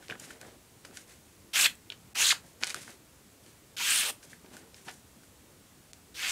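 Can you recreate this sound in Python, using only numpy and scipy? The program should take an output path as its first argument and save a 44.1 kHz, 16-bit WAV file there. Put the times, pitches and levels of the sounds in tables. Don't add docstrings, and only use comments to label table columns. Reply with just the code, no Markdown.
import sys
import numpy as np
from scipy import signal
from scipy.io import wavfile
from scipy.ndimage import uniform_filter1d

SR = 44100
rng = np.random.default_rng(int(sys.argv[2]) if len(sys.argv) > 2 else 0)


def field_ratio(decibels):
    return 10 ** (np.asarray(decibels, dtype=float) / 20)


def wav_out(sig):
    wavfile.write(sys.argv[1], SR, np.round(np.clip(np.atleast_2d(sig).T, -1, 1) * 32767).astype(np.int16))


N = 278271

# [t/s, pressure level/dB, blade-face slide re pressure/dB, curl ring f/Hz]
CUT_PATHS = [
    [(1.531, -44, -7, 3090), (1.537, -33, -9.5, 3070), (1.559, -26.5, -7, 2920), (1.597, -26.5, -2.5, 2700),
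     (1.641, -25, -2, 3020), (1.661, -22, -11.5, 2960), (1.671, -28.5, -7, 2960)],
    [(2.147, -52, 0, 2810), (2.155, -35, -5.5, 2800), (2.217, -26.5, 1, 2860), (2.251, -25, -5, 3600),
     (2.287, -26.5, -0.5, 3690), (2.317, -22.5, -8, 3700), (2.332, -35.5, -5, 3520)],
    [(3.765, -43, -4, 3400), (3.807, -32, -11, 2800), (3.907, -27, -2.5, 2800), (4.001, -29, -2, 3150),
     (4.029, -30, -8.5, 3020), (4.105, -35, -4.5, 2900), (4.112, -46, -4, 2910)],
    [(6.142, -51, -8, 3300), (6.154, -48, -1.5, 3350), (6.186, -39.5, -6, 2560), (6.252, -30, -18, 2610),
     (6.31, -34, 1, 3100)],
]
# [top air/dB, loose flap/dB, catches re pressure/dB, edge ring at mid-cut f/Hz,
# flap change by the end/dB]
BLADE_TONES = [(-6, -21, 6, 7540, 2.5), (-10.5, -14, 4.5, 7050, -40), (-7.5, -32.5, 1.5, 8470, 26.5),
               (-11, -22.5, 0, 7100, 5)]
# [t/s, f/Hz]
BLADE_CATCHES = [
    [(1.559, 2980), (1.599, 2400), (1.612, 5070), (1.633, 2700), (1.657, 2650)],
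    [(2.176, 2860), (2.208, 2830), (2.223, 2700), (2.256, 3950), (2.268, 7100), (2.29, 6500), (2.294, 4100),
     (2.307, 2420), (2.31, 4040)],
    [(3.788, 4300), (3.814, 2630), (3.854, 2760), (3.907, 8700), (3.92, 2760), (3.934, 3000), (3.987, 8000),
     (4.005, 3770), (4.033, 2480)],
    [(6.169, 4600), (6.247, 2310), (6.296, 2520)],
]
# [t/s, level/dB, f/Hz, length/ms]
TUGS_AND_KNOCKS = [(1.646, -17.5, 3800, 5), (1.6605, -14.5, 3530, 2.16), (1.665, -20.5, 1870, 2.3),
                   (2.316, -31, 2300, 5.9), (2.3195, -16.5, 2850, 1.39), (2.325, -28, 1380, 4.9),
                   (2.328, -32, 950, 4.44), (1.9225, -40, 4200, 2.5), (2.2, -35, 3740, 2.1),
                   (.11, -38, 3300, 2.88), (3.81, -43.5, 980, 24), (.11, -45, 124.5, 25)]
# [start t/s, length/s, skin hiss level/dB, crackle re hiss/dB]
FINGER_SLIDES = [(.005, 0.1, -59.5, 1.5), (0.087, 0.061, -58.5, 10.5), (0.171, 0.081, -56.5, 0),
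                 (0.203, 0.11, -50.5, -3), (0.269, 0.11, -55, -0.5), (0.4, 0.036, -63.5, 7),
                 (0.439, 0.1, -59.5, -2), (0.834, 0.063, -57.5, -3), (0.923, 0.12, -51.5, -4),
                 (1.072, .11, -55.5, -3), (1.895, 0.058, -60.5, 8), (2.43, .11, -60, -6),
                 (2.602, 0.1, -48, -3), (2.661, 0.042, -41.5, 1), (2.687, .05, -45, 1),
                 (2.739, 0.068, -47, 1.5), (2.779, 0.12, -49.5, -4), (2.87, 0.096, -52, -2),
                 (3.429, 0.13, -61, -3), (4.222, .05, -52.5, -9), (4.269, .11, -55.5, -4.5),
                 (4.5, 0.13, -55.5, -3), (4.745, 0.099, -56.5, -3), (4.844, .06, -54, -4),
                 (4.869, 0.056, -53.5, 8.5), (4.9, 0.11, -57, -17), (5.208, .09, -64, -10)]
# [start t/s, length/s, level/dB]
PAGE_FLEXES = [(0, .03, -56), (0.087, .08, -40.5), (.2, 0.059, -50.5), (0.268, 0.16, -49), (.405, .17, -48),
               (0.844, 0.066, -47.5), (0.916, 0.034, -52), (1.897, 0.047, -52), (2.432, 0.058, -56),
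               (2.609, 0.038, -46), (2.677, .05, -55), (2.739, .06, -46), (2.858, 0.097, -50.5),
               (4.224, 0.059, -56), (4.308, 0.066, -56), (4.434, 0.077, -52.5), (4.508, 0.22, -50.5),
               (4.728, 0.045, -58), (4.861, .06, -48.5)]
# [t/s, peak level/dB, snap f/Hz, rattle f/Hz]
DRY_TICKS = [(.2, -33, 5400, 6790), (.414, -28, 5600, 1440), (0.8499, -33, 3300, 1410),
             (.853, -31.5, 4530, 1770), (.9105, -45, 3200, 1300), (0.972, -23.5, 4600, 2300),
             (1.753, -39, 9300, 8200), (2.7446, -16.5, 5000, 1360), (2.7453, -24, 7800, 7960),
             (2.879, -34, 1000, 1400), (3.4629, -39.5, 5600, 4600), (4.23, -39.5, 3200, 1700),
             (4.462, -43.5, 3200, 1540), (4.5677, -30, 6200, 1640), (4.7443, -34.5, 3600, 4940),
             (4.9132, -34, 6000, 830)]
# [t/s, peak level/dB, snap f/Hz, rattle f/Hz]
LOOSE_POPS = [(0.026, -45.5, 3100, 1410), (0.0991, -28.5, 1630, 2570), (.124, -34.5, 1580, 1560),
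              (0.1538, -40, 1650, 1360), (0.1974, -36.5, 8100, 6740), (.306, -36.5, 1770, 1450),
              (.4306, -43, 1180, 680), (.448, -50, 1300, 560), (1.921, -38, 2900, 3210),
              (2.626, -30.5, 3900, 1590), (2.8944, -43, 1490, 560), (3.7688, -32, 3800, 4040),
              (4.5364, -46.5, 2400, 1520), (4.543, -46, 5700, 540), (4.8825, -31.5, 2600, 1500),
              (4.8854, -31.5, 1850, 720), (5.2335, -52, 6800, 1400)]
# [t/s, peak level/dB, snap f/Hz, rattle f/Hz]
TAUT_PINGS = [(.109, -25, 2680, 3200), (.239, -43, 2590, 1440), (0.3088, -39, 1510, 1490),
              (1.902, -20.5, 3440, 3120), (1.9239, -32, 2900, 1540), (4.3325, -37, 1860, 2000)]
# [t/s, peak level/dB, snap f/Hz, rattle f/Hz]
FIST_CRUSH = [(2.615, -38, 2000, 5650), (2.63, -25, 2200, 2480), (2.6355, -6, 3500, 2500),
              (2.6436, -18, 5600, 1690), (2.6702, -20, 5500, 8500), (2.6748, -21, 4900, 2290),
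              (2.68, -30, 3800, 3940), (2.6885, -32, 4500, 3520), (2.6964, -21, 5500, 6070),
              (2.7026, -20.5, 5440, 2350), (2.706, -21, 4900, 2360), (2.7076, -23, 3600, 2360),
              (2.7232, -36, 2700, 3900)]
# [t/s, peak level/dB, snap f/Hz, rattle f/Hz]
FAINT_RATTLE_TICKS = [(.0836, -30, 3700, 3110), (5.9333, -27.5, 5200, 3900), (4.2283, -44, 4400, 1650),
                      (.51, -46, 2500, 740)]
# [snap length/cycles, rattle at -29 dB peak/dB, rattle lost per dB of
# peak/dB]
CREASE_KINDS = [(0.91, -16, 0.24), (1.26, -5, -0.01), (2.08, -17, 0.1), (1.05, -15, 0.5), (1.05, -26, 0.63)]
# [f/Hz, level/dB, time to fall 60 dB/s]
SHEET_MODES = [(364, 4, 0.037), (745, 0, 0.046), (1484, 0, 0.037), (2440, 6.5, 0.011), (3060, 8.5, 0.014)]
# [f/Hz, time to fall 60 dB/s]
ROOM_DECAY = [(300, 0.26), (1300, 0.2), (3500, 0.15), (9000, 0.19), (15000, 0.19)]
# [f/Hz, level/dB]
MIC_TONE = [(500, -1), (1200, -1.5), (1600, 2.5), (3000, -3), (5000, -1.5), (8000, -0.5), (10000, 1),
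            (12000, -2), (15500, -7.5)]
# [f/Hz, level per Hz/dB]
AIR_TONE = [(25, -17), (45, -15), (62, -1.5), (92, 2.5), (125, -1), (155, -1), (250, -2), (400, -5.5),
            (530, -9), (700, -12), (1600, -15.5), (5000, -18.5), (8000, -16.5), (16000, -24)]
# [from t/s, to t/s, treble level/dB]
DULL_MOMENTS = [(.186, .196, -3), (1.905, 1.917, -4), (2.135, 2.144, -30), (3.76, 3.764, -30),
                (5.92, 5.931, -7)]


def evened(x):
    return x / np.sqrt(np.mean(x ** 2) + 1e-20)


def read(points, hz):
    f, value = np.transpose(points)
    return np.interp(np.log(hz + 1), np.log(f + 1), value)


def add(mix, s, sound):
    part = mix[round(s * SR):][:len(sound)]
    part += sound[:len(part)]


def columns(rows):
    s, *rest = np.transpose(rows)
    t = np.arange(s[0], s[-1], 1 / SR)
    return [np.interp(t, s, column) for column in rest]


def wander(n, ms):
    size = max(int(ms * SR / 1000), 1)
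    smooth = uniform_filter1d(rng.standard_normal(n), size)
    return evened(uniform_filter1d(smooth, size))


def grains(n, per_s, spread_db, clump_db, clump_ms):
    size_db = spread_db * np.minimum(rng.exponential(1, n), 4)
    size_db = size_db + clump_db * wander(n, clump_ms)
    sign = np.sign(rng.random(n) - 0.5)
    happens = rng.random(n) < per_s / SR
    return field_ratio(size_db) * sign * happens


def resonate(x, hz, width):
    turn = np.exp(2j * np.pi * np.cumsum(hz * np.ones(len(x))) / SR)
    r = np.exp(-np.pi * width / SR)
    smooth = signal.lfilter([1], np.poly([r, r]), x / turn)
    return evened((turn * smooth).real)


def cut(rows, top_db, flap_db, edge_hz, freed_db):
    level_db, edge_db, sheet_hz = columns(rows)
    n = len(level_db)
    done = np.arange(n) / n
    edge_hz = edge_hz * (0.75 + 0.25 * np.minimum(2 * done, 1))
    loose_db = freed_db * done ** 2.47
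    top_db = top_db + 0.35 * edge_db + 0.22 * loose_db
    flap_db = flap_db + loose_db

    breaks = grains(n, per_s=8000, spread_db=2.0, clump_db=0.5, clump_ms=1.6)
    slides = grains(n, per_s=15000, spread_db=2.4, clump_db=1.3, clump_ms=1.5)

    sheet = resonate(breaks, 3300, 4000)
    sheet += 0.75 * resonate(breaks, sheet_hz * (1 + 0.05 * wander(n, 12)), 1300)
    sheet += 0.25 * resonate(breaks, 1650 * (1 + 0.097 * wander(n, 13.0)), 930)
    sheet = signal.sosfilt(signal.butter(2, 1250, "high", fs=SR, output="sos"), sheet)

    edge = resonate(slides, 7400, 6000)
    edge += 0.9 * resonate(slides, edge_hz * (1 + 0.04 * wander(n, 12)), 2200)
    top = resonate(slides + 0.5 * breaks, 12400, 9700)
    flap = resonate(breaks, 820, 640)
    layers = evened(sheet) + field_ratio(edge_db) * evened(edge) + field_ratio(top_db) * top + field_ratio(flap_db) * flap
    return field_ratio(level_db) * layers * signal.windows.tukey(n, 150 / n)


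def catch(level_db, hz, ms, noise):
    n = min(max(int(2 * ms * SR / 1000), 40), len(noise))
    ring = resonate(noise, hz, 0.24 * hz)[-n:]
    return field_ratio(level_db - 5) * evened(ring * np.hanning(n))


def stroke(start, length, peak, *levels_db):
    ends = [(0, -9.5), (np.clip(peak, 0.05, 0.95), 0), (1, -12)]  # (share of length, dB)
    return [(start + share * length, *(np.array(levels_db) + db)) for share, db in ends]


def move(rows):
    rustle_db, hiss_db, flap_db = columns(rows)
    n = len(hiss_db)
    rustle = resonate(grains(n, per_s=3900, spread_db=2.0, clump_db=0.5, clump_ms=6.4), 2480, 4000)
    hiss = resonate(grains(n, per_s=9000, spread_db=2.5, clump_db=3.0, clump_ms=6.8), 6400, 8200)
    flap = resonate(grains(n, per_s=2500, spread_db=2.0, clump_db=4.0, clump_ms=11.6), 243, 880)
    layers = field_ratio(rustle_db) * rustle + field_ratio(hiss_db) * hiss + field_ratio(flap_db - 1.5) * flap
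    return layers * signal.windows.tukey(n, 500 / n)


def snap(peak_db, snap_hz, cycles, rattle_db, rattle_hz, noise):
    t = np.arange(len(noise)) / SR - 80 / SR
    phase = 2 * np.pi * snap_hz * t - np.pi / 2
    flip = -np.sin(phase) * np.exp(-(phase / (1.43 * cycles ** 1.97)) ** 2 / 2)

    after = np.maximum(t - 0.0003, 0)
    rattle = 1.02 * resonate(noise, rattle_hz, 0.25 * rattle_hz)
    rattle += 0.89 * resonate(noise, snap_hz, 1.44 * snap_hz)
    rattle *= field_ratio(-60 * after / 0.013)
    for hz, db, t60 in SHEET_MODES:
        near_db = -9 * abs(np.log2(hz / rattle_hz))
        rattle += 0.75 * field_ratio(db + near_db - 60 * after / t60) * np.sin(2 * np.pi * hz * after)
    rattle *= np.minimum(after / 0.00023, 1)
    return field_ratio(peak_db) * (flip / abs(flip).max() + field_ratio(rattle_db + 1.0) * rattle)


def room(x):
    taps = np.zeros(SR // 2)
    at = np.arange(200, len(taps) - 20, 20)
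    taps[at + rng.integers(0, 20, len(at))] = rng.choice([-1., 1.], len(at))
    hz, t, z = signal.stft(taps, SR, nperseg=256)
    fade = field_ratio(-60 * t / read(ROOM_DECAY, hz)[:, None])
    tail = signal.istft(z * fade, SR, nperseg=256)[1]
    return signal.fftconvolve(x, tail / np.linalg.norm(tail))[:N]


def air():
    frames, hz = N // 512 + 5, np.fft.rfftfreq(2048, 1 / SR)
    a, b, patches = rng.standard_normal((frames, len(hz), 3)).T
    patches = evened(uniform_filter1d(uniform_filter1d(patches, 9, 0), 9, 1))
    lumps_db = 1.9 * patches / (1 + (hz[:, None] / 900) ** 2)
    z = (a + 1j * b) * field_ratio(read(AIR_TONE, hz)[:, None] + lumps_db)
    noise = signal.istft(z, nperseg=2048, noverlap=1536)[1][:N]
    return field_ratio(-57.5) * evened(noise)


def scene():
    paper, tugs = np.zeros(N), list(TUGS_AND_KNOCKS)
    for rows, blade, catches in zip(CUT_PATHS, BLADE_TONES, BLADE_CATCHES):
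        top_db, flap_db, catch_db, edge_hz, freed_db = blade
        add(paper, rows[0][0], cut(rows, top_db, flap_db, edge_hz, freed_db))
        times, pressure_db = np.transpose(rows)[:2]
        tugs += [(s, np.interp(s, times, pressure_db) + catch_db, hz, 4.0) for s, hz in catches]
    for (s, level_db, hz, ms), noise in zip(tugs, rng.standard_normal((len(tugs), 4000))):
        add(paper, s - ms / 1000, catch(level_db, hz, ms, noise))

    for s, length, db, crackle_db in FINGER_SLIDES:
        add(paper, s, move(stroke(s, length, 0.35, db + crackle_db, db, db - 11.5)))
    for s, length, db in PAGE_FLEXES:
        add(paper, s, move(stroke(s, length, 0.17, db - 13, db - 25, db)))

    creases = [DRY_TICKS, LOOSE_POPS, TAUT_PINGS, FIST_CRUSH, FAINT_RATTLE_TICKS]
    for table, (cycles, rattle_db, lost) in zip(creases, CREASE_KINDS):
        noises = rng.standard_normal((len(table), 3000))
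        for (s, db, hz, rattle_hz), noise in zip(table, noises):
            sound = snap(db, hz, cycles, rattle_db - lost * (db + 29), rattle_hz, noise)
            add(paper, s - 80 / SR, sound)

    hz = np.linspace(0, SR / 2, 513)
    mic = signal.firwin2(255, hz, field_ratio(read(MIC_TONE, hz)), fs=SR)
    paper = signal.oaconvolve(paper, mic, "same")
    paper = signal.sosfilt(signal.butter(2, 140, "high", fs=SR, output="sos"), paper)
    return (paper + field_ratio(-10.5) * room(paper) + air())[None]


def band_limit(x):
    return signal.sosfilt(signal.butter(12, 16470, fs=SR, output="sos"), x)


def record(dry):
    t = np.arange(N) / SR
    dull_db = sum(db * ((t > s0) & (t < s1)) for s0, s1, db in DULL_MOMENTS)
    bass = signal.oaconvolve(dry, signal.firwin(255, 900, fs=SR)[None], "same")
    dulled = bass + (dry - bass) * uniform_filter1d(field_ratio(dull_db), 40)
    top_cut = signal.firwin(801, 15730, window=("kaiser", 10), fs=SR)
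    mix = signal.oaconvolve(dulled, top_cut[None], "same")
    return band_limit(mix)


dry = scene()
out = record(dry)
wav_out(out)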